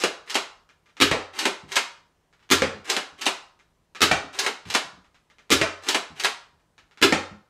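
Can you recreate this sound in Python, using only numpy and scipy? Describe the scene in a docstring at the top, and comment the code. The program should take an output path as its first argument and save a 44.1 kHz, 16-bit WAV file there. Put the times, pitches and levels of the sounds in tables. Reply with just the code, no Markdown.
"""Toy blaster in a bedroom

A plastic spring-piston toy blaster is primed and fired five times in a small carpeted bedroom.
Its slide scrapes (many tiny slips) and clacks at latches and stops (short bursts of taps in a ringing shell).
The trigger frees the piston, which slams home with a boom of air; faint ticks come in between.
The foam dart smacks a wall a tenth of a second later and drops on the floor with soft low thuds.
Echoes and a faint hush with a wavering hum surround it all."""
import sys
import numpy as np
from scipy import signal
from scipy.fft import rfft, irfft
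from scipy.io import wavfile
from scipy.ndimage import uniform_filter1d

SR = 44100
rng = np.random.default_rng(int(sys.argv[2]) if len(sys.argv) > 2 else 0)


def transcribe(signal):
    """Save signal, clipped to [-1, 1], as a 16-bit WAV file at the path in sys.argv[1]."""
    frames = np.atleast_2d(signal).T
    limited = np.clip(frames, -1, 1)
    pcm = np.round(limited * 32767).astype(np.int16)
    wavfile.write(sys.argv[1], SR, pcm)


N = 330327  # length in samples

# An energy_db is the middle-band energy, given as a level held for one millisecond.
# Tilts raise or lower the bass or treble of one contact.

# Still room: pitch_hz, level_db (per Hz; only the shape counts)
HUSH_COLOUR = [(12, -32.5), (20, -10.5), (68, 2.5), (96, -11.5), (158, -11), (177, -11.5), (241, -13),
               (328, -12.5), (873, -18.5), (976, -14.5), (1090, -21.5), (8180, -33), (16000, -44)]
HUSH_DB = -68
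# Faint hum: pitch_hz, level_db (before HUM_LIFT_DB)
HUM_TONES = [(156.1, -78.5)]
HUM_LIFT_DB = 3.5

# Slide strokes: start_s, main_catch_s, end_s, level_db (at the catch, under spring load)
SLIDE_STROKES = [(-.09, -.03, .03, -42.5), (0.257, .297, .342, -46), (1.33, 1.398, 1.447, -36.5),
                 (1.677, 1.72, 1.754, -44), (2.841, 2.897, 2.958, -35.5), (3.176, 3.218, 3.253, -43),
                 (4.324, 4.398, 4.455, -36.5), (4.652, 4.711, 4.738, -41.5), (5.816, 5.874, 5.94, -38),
                 (6.152, 6.215, 6.234, -40.5)]
# Colour of the dragging slide: pitch_hz, level_db
DRAG_COLOUR = [(59, -59), (100, -28.5), (365, -6), (1080, -6), (1720, -8), (2580, -8.5), (9020, -24.5),
               (14700, -41), (16000, -55.5)]
# The scrape swells, steps up at the catch, then grows a little up to the stop
START_DB, BEFORE_CATCH_DB, END_DB, STEP_S = -15, -4.5, 3, .01

# Dying echoes of a clack struck just before the start: energy_db, bass_tilt_db, treble_tilt_db, rattle_ms
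OPENING_TAIL = (-26, 1, -0.5, 27)
# Slide passing catches and the turning drum: start_s, energy_db, bass_tilt_db
CATCH_CLICKS = [(0.0168, -23.5, 0.5), (0.276, -38.5, -12), (0.2981, -22, -16), (0.343, -19, -18),
                (1.3348, -38.5, 1.5), (1.386, -29, -2.5), (1.389, -16.5, -1), (1.687, -45.5, -3),
                (1.7183, -22.5, -4.5), (1.7569, -15.5, -1.5), (2.8515, -43.5, -8), (2.8972, -13, 5.5),
                (2.903, -37.5, -5), (3.185, -43, -3.5), (3.2117, -21.5, -9), (3.2564, -19.5, -0.5),
                (4.3366, -35, -10), (4.3876, -16.5, 7), (4.3923, -16.5, 2), (4.653, -39.5, -5),
                (4.6818, -41.5, -2.5), (4.7, -21.5, -8), (4.74, -18.5, -6), (5.8327, -50, -6),
                (5.8465, -41, -4), (5.8837, -21, -10), (5.8865, -12, 7), (6.1645, -49, 0),
                (6.1788, -43.5, -4), (6.197, -21, -13), (6.2365, -18, 3)]
# Colour of those clicks: pitch_hz, level_db
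CATCH_COLOUR = [(35, -62.5), (60, -26), (250, -20), (398, -10), (666, -12), (822, -1), (1200, -5),
                (4420, 0.5), (6580, -5.5), (14600, -22.5), (16000, -39.5)]
CATCH_RATTLE_MS = 8.9
DULL_DB_PER_DB, BRIGHT_DB = 1, -17.5  # catches weaker than BRIGHT_DB lose treble

# Slide reaching either end of its travel: start_s, energy_db, bass_tilt_db, rattle_ms
SLIDE_STOPS = [(0.0374, -10, 8, 4.4), (0.3534, -11, 0, 11), (1.4534, -10, 7, 8), (1.7654, -8.5, -4, 6.6),
               (2.9654, -14, 4, 7.7), (3.2651, -9.5, -1.5, 7.6), (4.463, -13.5, 3.5, 11),
               (4.749, -8.5, -1, 8.8), (5.9451, -10.5, 3, 9.5), (6.2457, -9, -4, 8.2)]
# Colour of those stops: pitch_hz, level_db
STOP_COLOUR = [(18, -63.5), (30, -41.5), (98, -34.5), (179, -7.5), (415, -3.5), (632, -1), (760, 0.5),
               (3060, -2), (9460, -16.5), (14800, -34), (16000, -55)]

# Faint ticks, some of them just before a shot: start_s, energy_db
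FAINT_TICKS = [(0.6905, -48), (0.8584, -53), (0.8861, -53.5), (0.9674, -38), (0.998, -40.5), (2.3276, -52),
               (2.3929, -56.5), (2.4258, -52.5), (2.491, -39.5), (3.591, -50.5), (3.9487, -31),
               (4.002, -46), (5.0441, -54), (5.1441, -50.5), (5.2998, -49.5), (5.3839, -46), (5.496, -38),
               (6.5956, -63), (6.7793, -44.5), (6.911, -50.5), (6.9733, -42), (7.011, -41.5)]
# Colour of a faint tick: pitch_hz, level_db
TICK_COLOUR = [(88, -49), (150, -15.5), (979, -8), (1260, -3), (1720, -4.5), (2450, -6), (6390, -17),
               (15100, -44), (16000, -58.5)]
TICK_RATTLE_MS, FIRM_DB, TICK_DULL_DB_PER_DB = 4.1, -39, .15  # ticks below FIRM_DB lose treble

# Trigger frees the piston: start_s, energy_db, bass_tilt_db, treble_tilt_db
PISTON_RELEASES = [(1.0017, -15.5, -7.5, -3), (2.5023, -20, -1.5, .5), (4.0063, -19, -6.5, -5),
                   (5.5037, -13.5, 1, 0), (7.0156, -20, -4.5, -1)]
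RELEASE_RATTLE_MS = 2.9
# Piston slams home: start_s, energy_db, bass_tilt_db, treble_tilt_db, rattle_ms
PISTON_SLAMS = [(1.0094, -19, -5, -3, 18), (1.0124, -6.5, -3.5, -2, 15), (2.5126, -5.5, -5.5, 0, 9.8),
                (4.0169, -5.5, -2.5, -1.5, 10), (5.5135, -11, -3, 3, 12), (5.517, -8.5, -4, 0, 10.8),
                (7.0242, -11, -0.5, 0, 4.8), (7.027, -6.5, -1.5, -3.5, 5.2)]
# Colour of releases and slams: pitch_hz, level_db
PISTON_COLOUR = [(18, -58), (30, -24), (70, -9.5), (210, -7), (319, -0.5), (889, -16.5), (1190, -7.5),
                 (1960, -10.5), (3770, -10), (14800, -31), (16000, -50.5)]
# Air tube emptied by the piston: pitch_hz, start_level_db, time_to_fall_60_db_s
TUBE_MODES = [(90.5, -36, 0.71), (174, -42, .12), (210, -41.5, .12), (274, -28, 0.13), (341, -24, .15),
              (412, -25.5, 0.44), (450, -31, 0.14)]
TUBE_DELAY_S = 0.0092  # the piston needs a moment to pick up speed

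# Darts on the wall: start_s, tip_energy_db, bass_tilt_db, body_delay_ms, body_energy_db
WALL_HITS = [(1.1135, -10, -0.5, 5.4, -33), (2.62, -11.5, -0.5, 4.5, -30), (4.1128, -10, -1.5, 2.6, -13.5),
             (5.6135, -11, -8.5, 3.5, -14.5), (7.1238, -10, -1.5, 3.28, -14)]
# Colour of a dart smack: pitch_hz, level_db
SMACK_COLOUR = [(18, -43), (30, -13.5), (239, 1.5), (499, -7), (988, -11.5), (1910, -3), (2480, -4),
                (3310, -8.5), (7870, -17.5), (14800, -44.5), (16000, -66.5)]
DART_RATTLE_MS = 1.5
TIP_TREBLE_DB, BODY_BASS_DB = -3, -3.5  # the rubber tip lands dull, the foam body slaps thin
# A faint low thump a fixed moment after each smack, perhaps an echo
AFTER_THUMP_S, AFTER_THUMP_DB, AFTER_THUMP_BASS_DB, AFTER_THUMP_MS = 0.014, -29.5, 10, 5.6
# Darts landing on carpet: start_s, level_db, pitch_hz
CARPET_DROPS = [(1.628, -38.5, 188), (2.739, -35, 210), (3.122, -50, 147), (4.23, -39, 278),
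                (4.656, -33.5, 188), (4.839, -47, 175), (4.926, -49, 188), (4.968, -47.5, 180),
                (6.099, -43, 149), (6.528, -60, 78.4), (7.306, -35.5, 207)]

# Resonances of the hollow plastic shell: pitch_hz, width_hz, lift_db (before a small random change)
SHELL_MODES = [(272, 69, 4.5), (400, 63, 5), (1240, 32, -2), (1740, 48, 2), (2120, 150, 3), (2430, 190, 2),
               (2885, 110, 3), (3880, 360, 2), (5160, 100, 1), (6470, 350, 3.5), (7620, 350, 4)]
# Resonances of the wall panel: pitch_hz, width_hz, lift_db (before a small random change)
WALL_MODES = [(228, 50, 2), (489.6, 160, 6.9), (790, 830, 8.5), (1450, 270, 1.8), (2350, 210, 2.7),
              (3720, 100, 0.67)]
# How long echoes last: pitch_hz, time_to_fall_60_db_s
ECHO_TIMES = [(60, 0.28), (150, 0.17), (300, 0.33), (700, 0.43), (1200, 0.5), (2200, 0.36), (4850, 0.39),
              (9000, 0.31), (14000, 0.22)]
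FAR_WALL_MS, FAR_WALL_WIDTH_MS, FAR_WALL_DB = 22, 2.1, 1.5  # echoes from the far end of the room
PATTERN_S = .31  # how long one echo pattern stays in use

MIC_LOW_HZ, EDGE_HZ = 32, 15700  # lowest and highest pitch let through


def gain_of(db):
    """Turns decibels into a multiplier for the sound wave."""
    return 10 ** (np.asarray(db) / 20)


def read(points, hz):
    """Reads a table of (pitch, value) between its points, on a log pitch scale."""
    f, value = np.transpose(points)
    return np.interp(np.log(hz + 1), np.log(f + 1), value)


def add(mix, s, sound):
    """Mixes a sound in at s seconds."""
    part = mix[round(s * SR):][:len(sound)]
    part += sound[:len(part)]


def band(x, kind, hz):
    """Keeps part of the pitch range with a gentle filter that never looks ahead."""
    return signal.sosfilt(signal.butter(2, hz, kind, fs=SR, output="sos"), x)


def ring(colour, modes, bass_db=0, treble_db=0):
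    """How a body rings after one tap; the spot touched sets how much each resonance takes."""
    f = abs(np.fft.fftfreq(4096, 1 / SR))
    hz, width, lift_db = np.transpose(modes)[:, :, None]
    lift_db = lift_db + rng.standard_normal(hz.shape)
    peaks_db = lift_db / (1 + (2 * (f - hz) / width) ** 2)
    db = read(colour, f) + peaks_db.sum(0)
    db += bass_db / (1 + (f / 650) ** 4)
    db += treble_db / (1 + (4500 / (f + 1)) ** 4)
    middle = (f > 700) * (f < 6000)
    db -= 10 * np.log10(np.mean(gain_of(2 * db) * middle))  # unit energy in the middle band
    log_gain = np.log(gain_of(np.maximum(db, -100)))
    # this phase makes the sound start at once and then die away
    spectrum = np.exp(log_gain - 1j * signal.hilbert(log_gain).imag)
    return np.fft.ifft(spectrum).real[:3000]


def blows(table, colour, modes, rattle, crunch):
    """Each contact is a short crunch and a dying rattle of random taps, ringing in the body.

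    Rows: start_s, energy_db, bass_tilt_db, treble_tilt_db, rattle_ms.
    Output 0 goes straight to the microphone; output 1, smoother as if summed over all directions, feeds the room.
    """
    out = np.zeros((2, N))
    ms = 1000 * np.arange(3000) / SR
    for s, db, bass_db, treble_db, rattle_ms in table:
        size, chance = rng.standard_normal(len(ms)), rng.random(len(ms))
        taps = rattle * size * gain_of(3.0 * rng.exponential(1, len(ms)))
        taps *= chance < 1500 / SR  # about 1500 taps a second
        taps *= np.exp(-ms / max(rattle_ms, .5))
        taps += 0.8 * crunch * size * np.exp(-ms / 1.6) * (1 - np.exp(-ms / .7))
        taps[round(.0007 * SR)] = crunch  # the main contact
        # keep the timing but make all pitches equally strong
        spread = irfft(np.exp(1j * np.angle(rfft(taps)))) * np.exp(-ms / 15)
        body = gain_of(db) * np.sqrt(SR / 1000) * ring(colour, modes, bass_db, treble_db)
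        add(out[0], s, signal.fftconvolve(taps / np.linalg.norm(taps), body))
        add(out[1], s, signal.fftconvolve(spread / np.linalg.norm(spread), body))
    return out


def room(x, wet_db, gap_ms, early_db, count=3):
    """Adds dense echoes of random sign to the direct sound, each pitch range dying at its own speed.

    Random echo patterns take turns, so that no fixed pitches stand out in the echoes.
    """
    out = x[0] + 0
    at = np.arange(0, SR // 2, 12)
    turn = (np.arange(N) / SR / PATTERN_S).astype(int) % count
    for k in range(count):
        taps = np.zeros(SR // 2 + 12)
        taps[at + rng.integers(0, 12, len(at))] = rng.choice([-1., 1.], len(at))
        hz, t, z = signal.stft(taps, SR, nperseg=256)
        fade = gain_of(-60 * t / read(ECHO_TIMES, hz)[:, None])
        tail = signal.istft(z * fade, SR, nperseg=256)[1]
        ms = 1000 * np.arange(len(tail)) / SR
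        tail = tail * (1 - np.exp(-(ms / gap_ms) ** 2))  # echoes build up after the first wall
        tail = tail * gain_of(early_db * np.exp(-ms / 30))  # near walls and ceiling answer loudest
        far_wall = np.exp(-((ms - FAR_WALL_MS) / FAR_WALL_WIDTH_MS) ** 2)
        tail = tail * gain_of(FAR_WALL_DB * far_wall)
        echoes = signal.oaconvolve(x[1] * (turn == k), tail / np.linalg.norm(tail))[:N]
        out += gain_of(wet_db) * echoes
    return out


def air():
    """The hush of the house is noise with slow uneven patches; a faint hum wavers in pitch."""
    frames, hz = N // 256 + 5, np.fft.rfftfreq(1024, 1 / SR)
    a, b, patches = rng.standard_normal((frames, 513, 3)).T
    patches = uniform_filter1d(uniform_filter1d(patches, 12, 0), 14, 1)
    level_db = read(HUSH_COLOUR, hz)[:, None] + 1.3 * patches / patches.std()
    hush = signal.istft((a + 1j * b) * gain_of(level_db), nperseg=1024, noverlap=768)[1][:N]
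    drift = np.cumsum(uniform_filter1d(rng.standard_normal(N), 4000)) * 300 / SR
    t = np.arange(N) / SR
    hum = sum(gain_of(db + HUM_LIFT_DB) * np.sin(2 * np.pi * (f * t + drift)) for f, db in HUM_TONES)
    return gain_of(HUSH_DB) * hush / hush.std() + hum


def slide():
    """Dense tiny slips on the rails make the plastic shell ring as a scrape."""
    out = np.zeros(N)
    for start, catch, end, level_db in SLIDE_STROKES:
        t = np.arange(max(start, 0), end, 1 / SR)
        swell_db = np.interp(t, [start, catch - STEP_S, catch, end], [START_DB, BEFORE_CATCH_DB, 0, END_DB])
        slips = rng.standard_normal(len(t)) * (rng.random(len(t)) < 2500 / SR)
        slips *= gain_of(1.8 * rng.exponential(1, len(t)))
        shell = ring(DRAG_COLOUR, SHELL_MODES, bass_db=-3.5, treble_db=3.0)
        scrape = signal.fftconvolve(slips, shell)[:len(t)]
        soft_ends = signal.windows.tukey(len(t), .1)
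        add(out, t[0], gain_of(level_db + swell_db) * scrape / scrape.std() * soft_ends)
    return out


def catches():
    """Catches clicking past the slide tap the shell, weaker ones duller; the opening tail comes first."""
    clicks = [(0.00048, *OPENING_TAIL)]
    for s, db, bass_db in CATCH_CLICKS:
        treble_db = DULL_DB_PER_DB * min(db - BRIGHT_DB, 0)
        clicks.append((s, db, bass_db, treble_db, CATCH_RATTLE_MS))
    return blows(clicks, CATCH_COLOUR, SHELL_MODES, rattle=1.3, crunch=0.44)


def end_stops():
    """The slide hits the end of its travel and makes the shell clack."""
    stops = [(s, db, bass_db, 0, ms) for s, db, bass_db, ms in SLIDE_STOPS]
    return blows(stops, STOP_COLOUR, SHELL_MODES, rattle=0.65, crunch=0.55)


def faint_ticks():
    """Faint ticks, some of them just before a shot, ring in the shell; the weakest sound duller."""
    ticks = [(s, db, 0, TICK_DULL_DB_PER_DB * min(db - FIRM_DB, 0), TICK_RATTLE_MS)
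             for s, db in FAINT_TICKS]
    return blows(ticks, TICK_COLOUR, SHELL_MODES, rattle=0.83, crunch=.3)


def piston():
    """The trigger frees the piston with a click; then the piston slams home and shakes the shell."""
    hits = [(*row, RELEASE_RATTLE_MS) for row in PISTON_RELEASES] + PISTON_SLAMS
    return blows(hits, PISTON_COLOUR, SHELL_MODES, rattle=0.6, crunch=.7)


def tube():
    """The piston's push of air makes the tube boom for a moment, all its tones starting together."""
    t = np.arange(SR // 3) / SR
    boom = sum(gain_of(db - 60 * t / t60) * np.sin(2 * np.pi * hz * t) for hz, db, t60 in TUBE_MODES)
    boom = boom * (1 - np.exp(-t / 0.0023))
    out = np.zeros(N)
    for s, *_ in PISTON_RELEASES:
        add(out, s + TUBE_DELAY_S, boom)
    return out * gain_of([[0], [-8]])  # direct sound, then the weaker feed to the room


def wall_hits():
    """The dart's rubber tip, then its foam body, make the wall panel ring; a faint low thump follows."""
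    taps = []
    for s, tip_db, bass_db, delay_ms, body_db in WALL_HITS:
        taps.append((s, tip_db, bass_db, TIP_TREBLE_DB, DART_RATTLE_MS))
        taps.append((s + delay_ms / 1000, body_db, BODY_BASS_DB, 0, DART_RATTLE_MS))
        taps.append((s + AFTER_THUMP_S, AFTER_THUMP_DB, AFTER_THUMP_BASS_DB, 0, AFTER_THUMP_MS))
    return blows(taps, SMACK_COLOUR, WALL_MODES, rattle=0.3, crunch=0.77)


def thuds():
    """Foam on carpet gives a soft low push, a tone plus low noise, that barely rings."""
    out, t = np.zeros(N), np.arange(4000) / SR
    for s, db, hz in CARPET_DROPS:
        push = 0.54 * np.sin(2 * np.pi * hz * t)
        push += 4.5 * band(rng.standard_normal(len(t)), "band", [70, 280])
        add(out, s, gain_of(db) * push * np.exp(-t / 0.03) * (1 - np.exp(-t / 0.005)))
    return out * gain_of([[0], [-4]])  # direct sound, then the weaker feed to the room


def scene():
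    """The blaster is held up to fire and down to prime; darts strike across the room."""
    priming = room(slide() + catches() + end_stops(), 2.6, gap_ms=1.0, early_db=8.0)
    shots = room(faint_ticks() + piston() + tube(), 4.6, gap_ms=4.6, early_db=8.5)
    darts = room(wall_hits() + thuds(), 2.1, gap_ms=0.8, early_db=3)
    return (air() + priming + shots + darts)[None]


def record(dry):
    """The microphone drops the deepest bass, rounds off the hardest peaks and cuts the highest treble."""
    dry = band(dry, "high", MIC_LOW_HZ)
    knee, space = .7, .26  # rounding starts at the knee and levels off at knee + space
    over = np.maximum(abs(dry) - knee, 0)
    held = dry - np.sign(dry) * (over - space * np.tanh(over / space))
    treble_cut = signal.firwin(511, EDGE_HZ, window=("kaiser", 9), fs=SR)
    return signal.oaconvolve(held, treble_cut[None], "same")


dry = scene()
out = record(dry)
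transcribe(out)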